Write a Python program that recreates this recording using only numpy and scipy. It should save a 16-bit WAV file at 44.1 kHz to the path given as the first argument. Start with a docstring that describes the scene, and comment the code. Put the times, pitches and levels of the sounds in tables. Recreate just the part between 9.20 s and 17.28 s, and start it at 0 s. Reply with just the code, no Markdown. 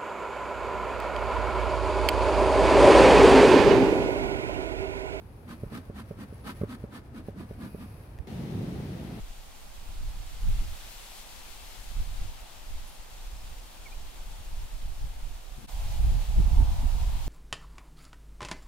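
"""Gusts of wind rumble and thump on the microphone in a wheat field.
Countless ears and leaves rub into a soft rustle, and a few near ears scrape each other.
Far birds chirp, the air murmurs, and tyres on a distant road give a hollow rush on the right.
The field is heard from two spots in turn: first a sheltered one, then an open one."""
import sys
import numpy as np
from scipy import signal
from scipy.fft import rfft, irfft, next_fast_len
from scipy.io import wavfile
from scipy.ndimage import uniform_filter1d

SR = 44100
rng = np.random.default_rng(int(sys.argv[2]) if len(sys.argv) > 2 else 0)


def transcribe(signal):
    """Save signal, clipped to [-1, 1], as a 16-bit WAV file at the path in sys.argv[1]."""
    frames = np.atleast_2d(signal).T
    limited = np.clip(frames, -1, 1)
    pcm = np.round(limited * 32767).astype(np.int16)
    wavfile.write(sys.argv[1], SR, pcm)


N = 356328
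TIME = np.arange(N) / SR
CHANGE_S = 6.468  # the moment the open spot takes over


def gain_of(db):
    """Turns decibels into a factor to multiply by."""
    return 10 ** (np.asarray(db) / 20)


def evened(x):
    """Scales a signal to an average power of 1."""
    return x / np.sqrt(np.mean(x ** 2) + 1e-20)


def read(points, hz):
    """Looks up a table at the frequencies hz, on a scale of octaves."""
    f, value = np.transpose(points)
    return np.interp(np.log(hz + 1), np.log(f + 1), value)


def follow(rows, t):
    """Looks up each column of a table at the times t."""
    s, *columns = np.transpose(rows)
    return [np.interp(t, s, c) for c in columns]


def sides(pan_db):
    """Left and right gains with the same total power; a pan above 0 is to the left."""
    pair = gain_of(np.array([pan_db, -pan_db]) / 2).reshape(2, -1)
    return pair / np.sqrt(np.mean(pair ** 2, axis=0))


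def grid(size):
    """Times and frequencies of a sound cut into overlapping frames of size samples."""
    hop = size // 4
    return np.arange(N // hop + 2) * hop / SR, np.fft.rfftfreq(size, 1 / SR)


def noise(field_db, alike, size, lead_ms=0):
    """Stereo noise shaped over time and frequency; alike is 1 for equal sides, 0 for unrelated ones."""
    t, hz = grid(size)
    shape = (2, len(t), len(hz))
    left, other = rng.standard_normal(shape) + 1j * rng.standard_normal(shape)
    alike = np.clip(alike, -1, 1)
    delay = np.exp(-2j * np.pi * hz * lead_ms / 1000)
    right = alike * left * delay + np.sqrt(1 - alike ** 2) * other
    spectra = np.array([left.T, right.T]) * gain_of(field_db).T
    return evened(signal.istft(spectra, nperseg=size, noverlap=size * 3 // 4)[1][:, :N])


def patches(shape, frames, bins=1):
    """Random ups and downs, smoothed over time (frames) and frequency (bins)."""
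    slow = uniform_filter1d(rng.standard_normal(shape), frames, axis=0)
    return evened(uniform_filter1d(slow, bins, axis=1))


def colour(x, gain):
    """Filters x: gain(f) says how much of each frequency gets through."""
    size = next_fast_len(x.shape[-1])
    return irfft(rfft(x, size) * gain(np.fft.rfftfreq(size, 1 / SR)), size)[..., :x.shape[-1]]


def contacts(per_s, spread_db):
    """Tiny clicks of uneven size at random moments, unrelated left and right."""
    size = gain_of(spread_db * np.minimum(rng.exponential(1, (2, N)), 4))
    return size * rng.standard_normal((2, N)) * (rng.random((2, N)) < per_s / SR)


def far_air(level_db=-57):
    """The steady low murmur of wind over open land."""
    # tone of the murmur: f/Hz, level/dB
    murmur = [(20, -15.5), (100, -3), (170, -5.5), (260, -7), (400, -9.5), (700, -8.5), (1400, -14),
              (3000, -24), (8000, -38)]
    hz = grid(size=2048)[1]
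    return gain_of(level_db) * noise(read(murmur, hz)[None], alike=0.014, size=2048)


def road(trim_db=-0.5, pan_db=-10, patchy_db=1.0, usual_hz=820):
    """Soft ground takes the bass from far tyre roar and air takes the treble; a hollow band is left."""
    # passing traffic: t/s, level before the trim/dB, centre of the band/Hz
    traffic = [(0, -62, 786), (1.1, -60.5, 825), (3.3, -58, 820), (3.8, -60.3, 834), (4.9, -58, 840),
               (6.45, -62, 800), (6.49, -52, 795), (7.1, -51, 764), (7.38, -45.8, 825), (8.08, -51.5, 870)]
    # basic tone of the tyres when centred on usual_hz: f/Hz, level/dB
    tyres = [(250, -17.5), (480, -9.5), (600, -5.5), (700, -1.5), (800, -1.5), (900, -0.5), (960, -4.5),
             (1060, -9), (1600, -18), (3000, -43)]
    t, hz = grid(size=2048)
    level_db, centre_hz = follow(traffic, t)
    field_db = read(tyres, hz * usual_hz / centre_hz[:, None])
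    # one loud vehicle gives a narrower band than the blend of many
    field_db *= np.interp(level_db, [-58, -47], [1, 1.3])[:, None]
    field_db += patchy_db * patches(field_db.shape, frames=10, bins=4)
    roar = noise(field_db, alike=0.36, size=2048)
    return gain_of(follow(traffic, TIME)[0] + trim_db) * sides(pan_db) * roar


def bird(pan_db=-6):
    """Short gliding whistles in pairs, one down and one up."""
    # chirps: start t/s, level/dB, length/s, first f/Hz, last f/Hz
    chirps = [(4.164, -57, .016, 5330, 5150), (4.206, -57, .016, 5200, 5240),
              (4.653, -45, 0.029, 2400, 2080), (4.716, -48.5, .024, 2340, 2500)]
    song = np.zeros(N)
    for s, db, length, first_hz, last_hz in chirps:
        progress = np.clip((TIME - s) / length, 0, 1)
        pitch_hz = first_hz + (last_hz - first_hz) * progress
        song += gain_of(db) * np.sin(np.pi * progress) * np.sin(2 * np.pi * np.cumsum(pitch_hz) / SR)
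    return sides(pan_db) * song


def scrapes(width_hz=1300):
    """The barbed bristles of near ears slide over each other: a short run of high, papery clicks."""
    # scrapes: peak t/s, level/dB, half-length/s, centre f/Hz, pan/dB
    rubs = [(1.984, -51, .008, 10800, 12), (3.688, -58.5, 0.014, 10900, 6), (3.745, -60, 0.018, 11000, 3),
            (4.295, -56, .004, 10800, -16)]
    out = np.zeros((2, N))
    barbs = contacts(per_s=6100, spread_db=6.0)
    for s, db, length, centre_hz, pan_db in rubs:
        near = abs(TIME - s) < .1
        rasp = evened(colour(barbs[:, near], lambda f: 1 / (1 + ((f - centre_hz) / width_hz) ** 2)))
        swell = np.exp(-.5 * ((TIME[near] - s) / length) ** 2)
        out[:, near] += gain_of(db) * sides(pan_db) * rasp * swell
    return out


def wheat(wash_db=3, ticks_db=-8, patchy_db=.5, flutter_db=0.34, usual_treble_db=-3.0):
    """Far stalks merge into a wash, near ones tick; both swell as the crop sways."""
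    # sway of the crop: t/s, base level/dB, treble/dB, pan/dB
    sway = [(0, -57.5, -1, 1), (.95, -55.5, -2, .1), (1.3, -52.5, -1.8, 0.5), (1.7, -51, -1.1, 3),
            (2.75, -52.5, -2, 4.5), (3.5, -55, -2.4, 2), (5.1, -55.5, -1.7, 2.1), (6.45, -57.5, -1, 1.8),
            (6.49, -51.6, -1.5, 1), (7.3, -51.5, -3, 2.3), (8.08, -51, -3, 3)]
    # tone of the rustle: f/Hz, level/dB
    rustle = [(300, -18.5), (600, -4), (1100, -2.5), (1800, -3.5), (2500, -0.3), (3300, 0), (4300, -1.5),
              (5500, -4.5), (7000, -5), (9000, -7), (11000, -7.5), (13000, -9), (15500, -12.5)]
    # how alike left and right are: f/Hz, likeness
    alike = [(300, 0.3), (1400, 0.33), (3000, 0.31), (5000, 0.29), (7500, 0.13), (10500, 0.34),
             (15000, .15)]
    t, hz = grid(size=512)
    treble_db = follow(sway, t)[1][:, None] - usual_treble_db
    field_db = read(rustle, hz) + treble_db * read([(4000, 0), (9000, 1)], hz)
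    # clumps of stalks brush in turn, each with its own tone
    field_db += patchy_db * patches(field_db.shape, frames=24, bins=36)
    field_db += flutter_db * patches((len(t), 1), frames=16)
    wash = noise(field_db, read(alike, hz), size=512, lead_ms=0.047)
    clicks = contacts(per_s=1600, spread_db=3)
    ticks = evened(colour(clicks, lambda f: gain_of(read(rustle, f)) * f / (f + 2000)))
    level_db, _, pan_db = follow(sway, TIME)
    return gain_of(level_db) * sides(pan_db) * (gain_of(wash_db) * wash + gain_of(ticks_db) * ticks)


def thumps(low_hz=90, swing_db=13, swing_s=0.0068):
    """One swirl of air hits the microphone: a swing from suction to pressure inside a dull puff."""
    # single swirls: peak t/s, puff level/dB, half-length/s, top f/Hz, pan/dB
    hits = [(1.275, -43, 0.018, 170, -1), (1.427, -42, 0.016, 157, 7), (2.792, -48, 0.014, 110, -4),
            (5.119, -52, 0.011, 130, -3), (5.835, -46, 0.014, 170, -13), (6.383, -44.5, 0.0095, 274, 6),
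            (6.448, -46.5, 0.028, 217, 5), (7.199, -29.5, 0.014, 183, -8), (7.376, -28.5, 0.011, 128, -6),
            (7.403, -30.5, 0.014, 181, -5), (7.643, -32.5, 0.014, 172, -1.5), (8.07, -43, 0.0082, 230, 3)]
    out = np.zeros((2, N))
    for s, db, length, top_hz, pan_db in hits:
        near = abs(TIME - s) < .1
        t = TIME[near] - s
        swell = np.exp(-.5 * (t / length) ** 2)
        hiss = rng.standard_normal((2, len(t)))
        puff = swell * colour(hiss, lambda f: f ** 2 / (f ** 2 + low_hz ** 2) / (1 + (f / top_hz) ** 4))
        puff *= np.sqrt(np.mean(swell ** 2) / np.mean(puff ** 2))
        swing = gain_of(swing_db) * t / swing_s * np.exp(-.5 * (t / swing_s) ** 2)
        out[:, near] += gain_of(db) * sides(pan_db) * (puff + swing)
    return out


def wind(t, build_s=0.31, rise_share=0.69):
    """Gusts swell and die over a breeze; returns the level in dB, the pan in dB and the swirl size."""
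    # gusts: peak t/s, level/dB, fall time/s, swirl size (1 = usual), pan/dB
    gusts = [(0.02, -39, 0.11, 1.06, 0), (0.708, -37.5, 0.065, 0.91, -1), (0.913, -33, .13, .95, -1),
             (1.287, -20.5, 0.043, 1.07, 0), (1.394, -24.5, 0.044, 0.86, -7),
             (2.315, -41.5, 0.034, 0.96, -6), (2.783, -24, 0.048, 0.99, -1.5),
             (3.006, -27.5, 0.041, 1.04, -1), (3.553, -33, 0.062, 1.25, 1), (4.14, -36.5, 0.13, 0.9, -1.5),
             (4.762, -37.5, 0.051, 1.1, 0), (5.062, -38.5, 0.099, 0.97, 4), (5.352, -31.5, 0.097, 1.06, 3),
             (5.622, -27, .05, 1.16, -3), (5.833, -27, 0.035, 0.8, -1), (6.047, -36, 0.13, 1.03, -3),
             (6.603, -30, 0.065, 1.18, -1), (6.875, -20, 0.073, 0.88, -2.5),
             (7.193, -14, 0.028, 0.93, -1.5), (7.405, -16.5, 0.057, 0.91, -5),
             (7.667, -25, 0.16, 1.06, -5.5)]
    opened = np.clip((t - CHANGE_S) / build_s, 0, 1)  # the breeze picks up at the open spot
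    breeze_db = np.interp(opened, [0, 1], [-47, -29])
    breeze_pan_db = np.interp(opened, [0, 1], [1, -3])
    power = (gain_of(breeze_db) * sides(breeze_pan_db)) ** 2
    sizes = power.mean(0)
    for s, db, fall_s, swirl_size, pan_db in gusts:
        away = np.maximum((s - t) / rise_share, t - s) / fall_s
        gust = gain_of(db) ** 2 * np.exp(-away ** 1.08)  # 1 gives a pointed peak, 2 a round one
        power += gust * sides(pan_db) ** 2
        sizes += gust * swirl_size
    return 10 * np.log10(power.mean(0)), 10 * np.log10(power[0] / power[1]), sizes / power.mean(0)


def rumble(trim_db=0.4, slide=0.094, usual_db=-35, lumpy_db=3, flutter_db=2.5, steady_db=-24):
    """Air swirls on the microphone: faster air and smaller swirls pass sooner, so they sound higher."""
    # tone of the rumble at the usual speed: f/Hz, level/dB
    tone = [(5, -9), (15, 1.5), (28, 5.5), (42, -5), (60, -10), (80, -14), (110, -21), (170, -31.5),
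            (260, -34.5), (500, -41), (1500, -99)]
    # how alike left and right are: f/Hz, likeness (below 0 they move against each other)
    alike = [(25, 0.66), (65, 0.38), (130, -0.35), (290, -0.76)]
    t, hz = grid(size=4096)
    level_db, _, swirl_size = wind(t)
    speed = gain_of(level_db - usual_db) ** slide / swirl_size
    speed *= np.where(t > CHANGE_S, 1.26, 1)  # the open spot lacks the shelter of the crop
    swirls = noise(read(tone, hz / speed[:, None]), read(alike, hz), size=4096)
    # rough air comes in lumps, each a few hundredths of a second long
    t = grid(size=512)[0]
    lumps = np.interp(TIME, t, patches((len(t), 1), frames=12)[:, 0])
    swirls *= gain_of(lumpy_db * lumps)
    # even out the slow changes, so that the gusts set the strength
    slow_power = uniform_filter1d(uniform_filter1d((swirls ** 2).mean(0), size=3000), size=2000)
    swirls /= np.sqrt(slow_power + 1e-9)
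    level_db, pan_db, _ = (np.interp(TIME, t, curve) for curve in wind(t))
    # the air flutters several times a second, mostly in light wind
    flutter = np.interp(TIME, t, patches((len(t), 1), frames=24)[:, 0])
    level_db += flutter_db * flutter / (1 + gain_of(level_db - steady_db))
    gusting = gain_of(level_db + trim_db) * sides(pan_db) * swirls
    return colour(gusting, lambda f: 1 / (1 + (f / 450) ** 4))  # keep the bass, below 450 Hz


def scene():
    """The field, the far sounds and the wind on the microphone, added together."""
    return wheat() + scrapes() + bird() + far_air() + road() + rumble() + thumps()


def record(dry, fade_out_s=0.016, fade_in_s=0.023, dip_db=-24, top_hz=15800):
    """The level dips briefly between the two spots, and the highest treble is cut off."""
    away = np.maximum((CHANGE_S - TIME) / fade_out_s, (TIME - CHANGE_S) / fade_in_s)
    faded = dry * np.clip(away, gain_of(dip_db), 1)
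    low_pass = signal.firwin(511, top_hz, window=("kaiser", 9), fs=SR)
    return signal.oaconvolve(faded, low_pass[None], "same")


dry = scene()
out = record(dry)
transcribe(out)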